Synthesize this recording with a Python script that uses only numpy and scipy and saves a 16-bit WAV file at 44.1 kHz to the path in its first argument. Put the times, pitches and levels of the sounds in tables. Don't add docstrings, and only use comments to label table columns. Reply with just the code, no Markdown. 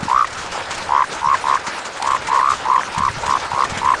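import sys
import numpy as np
from scipy import signal
from scipy.fft import rfft, irfft
from scipy.io import wavfile
from scipy.ndimage import uniform_filter1d

SR = 44100
rng = np.random.default_rng(int(sys.argv[2]) if len(sys.argv) > 2 else 0)


def unload_wav(signal):
    wavfile.write(
        sys.argv[1],
        SR,
        np.round(np.clip(np.atleast_2d(signal).T, -1, 1) * 32767).astype(np.int16),
    )


N = 176400

# frequency in Hz, relative spectral density in dB.
HISS_SPECTRUM = [(25, -20.5), (96, -16.5), (370, -8.5), (502, -4.5), (731, -4.5), (938, -0.5), (1060, -5),
                 (1370, -2), (1890, -8.5), (2250, -9), (3120, -14.5), (5270, -17.5), (9840, -29),
                 (12800, -30), (21600, -120)]
# time in seconds, level in dB.
HISS_ENVELOPE = [(0, -28), (.29, -31), (.49, -31), (.56, -25), (.68, -29.5), (.8, -26.5), (.95, -28),
                 (1.06, -31), (1.13, -26.5), (1.22, -30.5), (1.5, -26.5), (1.63, -31.5), (1.74, -24.5),
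                 (1.93, -32.5), (2.05, -26.5), (2.6, -29.5), (2.93, -27.5), (3.1, -30), (3.28, -24),
                 (3.56, -28), (3.78, -26.5), (4, -28.5)]
# frequency in Hz, relative spectral density in dB.
RUMBLE_SPECTRUM = [(20, -6), (40, -10.5), (70, 1), (130, -5), (220, -11), (500, -19), (2000, -72.5)]
# time in seconds, level in dB.
RUMBLE_ENVELOPE = [(0, -41), (.3, -44), (.75, -40.5), (.93, -42.5), (1.08, -52), (1.3, -38), (1.65, -51),
                   (1.92, -63), (2.08, -44.5), (2.62, -43.5), (2.92, -56), (2.98, -34), (3.25, -40.5),
                   (3.63, -45.5), (3.73, -32.5), (4, -46)]
# frequency in Hz, relative spectral density in dB.
LEAF_SPECTRUM = [(100, -12.5), (500, -3.5), (1200, 3), (2200, -3.5), (3500, -7), (5500, -9.5), (7000, -7),
                 (8500, -14), (10000, -21)]
# start in seconds, time to fade 11 dB in seconds, level in dB.
LEAF_RUSTLES = [(0.024, 0.037, -26.5), (0.086, 0.04, -27.5), (0.324, 0.019, -26.5), (0.362, 0.14, -29),
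                (0.514, 0.029, -25), (0.7063, 0.032, -20.5), (0.739, 0.028, -25.5), (0.775, 0.021, -23.5),
                (1.1, 0.095, -30.5), (1.315, 0.13, -31), (1.469, 0.075, -29), (1.664, 0.032, -23),
                (1.847, 0.036, -24.5), (1.96, .04, -27), (2.023, 0.0066, -16.5), (2.066, 0.022, -22),
                (2.101, 0.034, -26), (2.141, 0.032, -25.5), (2.268, 0.029, -22), (2.336, 0.057, -26.5),
                (2.494, 0.11, -25.5), (2.979, 0.014, -20), (3.05, 0.0076, -25), (3.262, 0.012, -19.5),
                (3.292, .04, -26), (3.636, 0.031, -24.5), (3.692, 0.036, -24.5), (3.771, 0.032, -23),
                (3.844, 0.025, -26)]
# centre in seconds, pitch in Hz, level in dB.
KNOCKS = [(0.032, 179, -14), (0.056, 257, -20), (0.072, 198, -27), (.16, 55.3, -30.5), (0.578, 930, -10.5),
          (0.951, 110, -34), (1.271, 129, -26.5), (1.683, 199, -25.5), (2.199, 108, -32),
          (2.8342, 1580, -7.5), (2.981, 151, -18.5), (3.005, 188, -19.5), (3.103, 98.5, -22.5),
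          (3.177, 137, -21), (3.289, 140, -26.5), (3.539, 128, -24.5), (3.726, 176, -19.5),
          (3.774, 161, -21.5)]
# first and last pulse in seconds, pulse count, start and top pitch in Hz, start and
# top level in dB, swell time in seconds, ring length as a factor, relative rebound in dB, rasp in dB.
CROAK_TRAINS = [(0.084, 0.226, 10, 944, 1266, -12.5, -4.5, 0.032, 1.44, -17, -30),
                (0.8936, 1.0217, 10, 910, 1110, -11, -3.5, 0.031, 0.97, -14.5, -26),
                (1.218, 1.3433, 10, 960, 1120, -16.5, -5.5, 0.032, 1.28, -10.5, -32),
                (1.442, 1.556, 9, 970, 1122, -13, -3.5, 0.06, 1.09, -19, -29),
                (2.002, 2.1488, 11, 860, 1120, -16, -7, 0.075, 1.2, -12.5, -32.5),
                (2.288, 2.376, 7, 953, 1093, -14, -5.5, 0.04, 1.64, -9.5, -30),
                (2.4007, 2.519, 9, 1016, 1227, -7, -5, 0.021, 1.09, -15.5, -42),
                (2.656, 2.762, 8, 980, 1105, -13, -5, 0.04, 1.3, -6, -37),
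                (2.949, 3.081, 10, 980, 1134, -15, -6, 0.083, 1.17, -15.5, -34.5),
                (3.237, 3.3537, 9, 960, 1118, -17, -5, 0.073, 1.18, -30, -46),
                (3.518, 3.637, 9, 944, 1120, -13, -4, 0.087, 0.88, -12, -45),
                (3.8177, 3.9189, 8, 953, 1098, -14, -3, 0.06, 1.36, -15.5, -28)]
# time in seconds, pitch in Hz, level in dB.
CLOSING_PULSES = [(.246, 1150, -8.5), (1.041, 1120, -13), (1.577, 1240, -17), (2.165, 1140, -14),
                  (2.391, 1100, -5), (2.536, 1220, -10.5), (2.78, 1086, -4), (2.795, 1090, -9),
                  (3.37, 1130, -11), (3.656, 1140, -18), (3.938, 1063, -5)]
# frequency in Hz, relative spectral density in dB.
RASP_SPECTRUM = [(200, -38.5), (600, -6), (900, -6), (1500, 7.5), (2100, -2), (2800, -23.5), (6000, -44)]
# centre in seconds, pitch in Hz, level in dB.
END_SQUEAKS = [(0.249, 1930, -21), (1.025, 1930, -21.5), (1.044, 1620, -19.5), (1.346, 1910, -18.5),
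               (1.354, 1620, -16.5), (1.574, 1630, -18.5), (2.167, 1920, -22), (2.396, 1910, -19),
               (2.411, 1560, -21), (2.763, 1860, -20.5), (2.812, 1670, -20.5), (3.09, 1960, -20),
               (3.103, 1650, -24), (3.626, 2020, -23), (3.653, 1900, -22.5), (3.944, 1790, -17.5),
               (3.951, 1610, -18)]


def amp(db):
    return 10 ** (np.asarray(db) / 20)


def unit(x):
    return x / np.sqrt(np.mean(x ** 2) + 1e-20)


def add(mix, start_s, sound):
    part = mix[max(round(start_s * SR), 0):][:len(sound)]
    part += sound[:len(part)]


def colour(x, spectrum):
    hz, db = np.transpose(spectrum)
    gain_db = np.interp(np.log(np.fft.rfftfreq(N, 1 / SR) + 1), np.log(hz + 1), db)
    return unit(irfft(rfft(x) * amp(gain_db), N))


def drift(samples):
    return unit(uniform_filter1d(uniform_filter1d(rng.standard_normal(N), samples), samples))


def patchy_noise(patch_db, flicker_db):
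    hz = np.fft.rfftfreq(1024, 1 / SR)
    real, imag, patches, flicker = rng.standard_normal((N // 256 + 5, len(hz), 4)).transpose(2, 1, 0)
    patches = unit(uniform_filter1d(uniform_filter1d(patches, size=16, axis=0), size=8, axis=1))
    flicker = unit(uniform_filter1d(uniform_filter1d(flicker, size=60, axis=0), size=6, axis=1))
    field_db = patch_db * patches + flicker_db * flicker * np.minimum(hz / 6000, 1)[:, None]
    return signal.istft((real + 1j * imag) * amp(field_db), nperseg=1024, noverlap=768)[1][:N]


def hiss():
    level_db = np.interp(np.arange(N) / SR, *np.transpose(HISS_ENVELOPE))
    noise = colour(patchy_noise(patch_db=2, flicker_db=3), HISS_SPECTRUM)
    return noise * amp(level_db + 0.7 * drift(samples=1100))


def rumble():
    level_db = np.interp(np.arange(N) / SR, *np.transpose(RUMBLE_ENVELOPE))
    lumpy_noise = rng.standard_normal(N) * amp(2 * drift(samples=1800))
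    return amp(level_db) * colour(lumpy_noise, RUMBLE_SPECTRUM)


def crackle(ticks_per_s=110, decay_s=0.005, level_db=-40):
    ticks = (rng.random(N) < ticks_per_s / SR) * rng.random(N)
    envelope = signal.lfilter([1], [1, -np.exp(-1 / (decay_s * SR))], ticks)
    return amp(level_db) * colour(envelope * rng.standard_normal(N), LEAF_SPECTRUM)


def rustles(firm_db=-15, firm_rise_s=0.0008):
    envelope = np.zeros(N)
    for start_s, fade_s, db in LEAF_RUSTLES:
        t = np.arange(0, 3 * fade_s, 1 / SR)
        rise_s = min(firm_rise_s * amp(firm_db - db) ** 2, fade_s / 3)
        add(envelope, start_s, amp(db - 11 * (t / fade_s) ** 2) * np.minimum(t / rise_s, 1))
    grains = patchy_noise(patch_db=1.3, flicker_db=1.3) * amp(drift(samples=30))
    return envelope * colour(grains, LEAF_SPECTRUM)


def knocks(width_cycles=0.62):
    out = np.zeros(N)
    t = np.arange(-900, 900) / SR
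    for centre_s, hz, db in KNOCKS:
        envelope = amp(db) * np.exp(-(t * hz / width_cycles) ** 2)
        add(out, centre_s + t[0], envelope * np.sin(2 * np.pi * (hz * t + rng.random())))
    return out


def sac_ring(t, hz, rise_s, fall_s, glide_per_s=16, octave_db=-28):
    phase = 2 * np.pi * hz * (t - glide_per_s * t ** 2 / 2)
    envelope = np.exp(-(t / np.where(t < 0, rise_s, fall_s)) ** 2)
    return envelope * (np.cos(phase) + amp(octave_db) * np.cos(2 * phase))


def add_pulse(mix, peak_s, hz, db, rebound_db, stretch=1):
    t = np.arange(-300, 700) / SR
    delay, detune, linger = rng.standard_normal(3)
    rise_s, fall_s = 0.0012 * stretch, 0.0032 * stretch * np.exp(0.16 * linger)
    rebound_s = 0.00584 * (1 + 0.15 * delay)
    main = sac_ring(t, hz, rise_s, fall_s)
    rebound = sac_ring(t - rebound_s, hz * (1 + 0.04 * detune), rise_s, fall_s)
    add(mix, peak_s + t[0], amp(db) * (main + amp(rebound_db) * rebound))


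def croaks(climb_share=0.92, end_sag=0.032, jitter_s=0.00016, last_rebound_db=-10.5):
    out = np.zeros(N)
    for row in CROAK_TRAINS:
        first_s, last_s, count, start_hz, top_hz, start_db, top_db, swell_s, stretch, mean_db, _ = row
        for k, (detune, accent, bounce, lag) in enumerate(rng.standard_normal((count, 4))):
            progress = k / (count - 1)
            age_s = progress * (last_s - first_s)
            climb = np.sin(np.pi / 2 * min(progress / climb_share, 1)) ** 1.26
            hz = start_hz + (top_hz - start_hz) * climb
            hz *= 1 - end_sag * progress ** 8 + 0.013 * detune
            db = top_db + (start_db - top_db) * max(1 - age_s / swell_s, 0) ** 0.68 + 0.7 * accent
            rebound_db = last_rebound_db if k == count - 1 else mean_db + 4 * bounce
            add_pulse(out, first_s + age_s + jitter_s * lag, hz, db, rebound_db, stretch)
    for peak_s, hz, db in CLOSING_PULSES:
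        add_pulse(out, peak_s, hz, db, rebound_db=-11)
    return out


def rasp():
    envelope = np.zeros(N)
    for first_s, last_s, *_, db in CROAK_TRAINS:
        progress = np.linspace(0, 1, round((last_s - first_s) * SR))
        add(envelope, first_s, amp(db) * abs(np.sin(np.pi * progress ** 2.2)) ** 0.5)
    return envelope * colour(rng.standard_normal(N), RASP_SPECTRUM)


def squeaks(width_s=0.0046, glide_per_s=16, roughness_db=-4):
    out = np.zeros(N)
    t = np.arange(-500, 500) / SR
    for centre_s, hz, db in END_SQUEAKS:
        phase = 2 * np.pi * hz * (t - glide_per_s * t ** 2 / 2)
        roughness = amp(roughness_db) * unit(uniform_filter1d(rng.standard_normal(len(t)), size=40))
        envelope = amp(db) * np.exp(-(t / width_s) ** 2)
        add(out, centre_s + t[0], envelope * (np.sin(phase) + roughness * np.cos(phase)))
    return out


def scene():
    return (croaks() + rasp() + squeaks() + hiss() + rustles() + crackle() + rumble() + knocks())[None]


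def record(dry, ceiling=0.63, cutoff_hz=10030, shelf_db=-19.5, shelf_end_hz=13600):
    clipped = dry / (1 + abs(dry / ceiling) ** 6) ** (1 / 6)
    narrow, wide = (signal.firwin(511, hz, window=("kaiser", 9), fs=SR)
                    for hz in (cutoff_hz, shelf_end_hz))
    taps = narrow + amp(shelf_db) * (wide - narrow)
    return signal.oaconvolve(clipped, taps[None], "same")


dry = scene()
out = record(dry)
unload_wav(out)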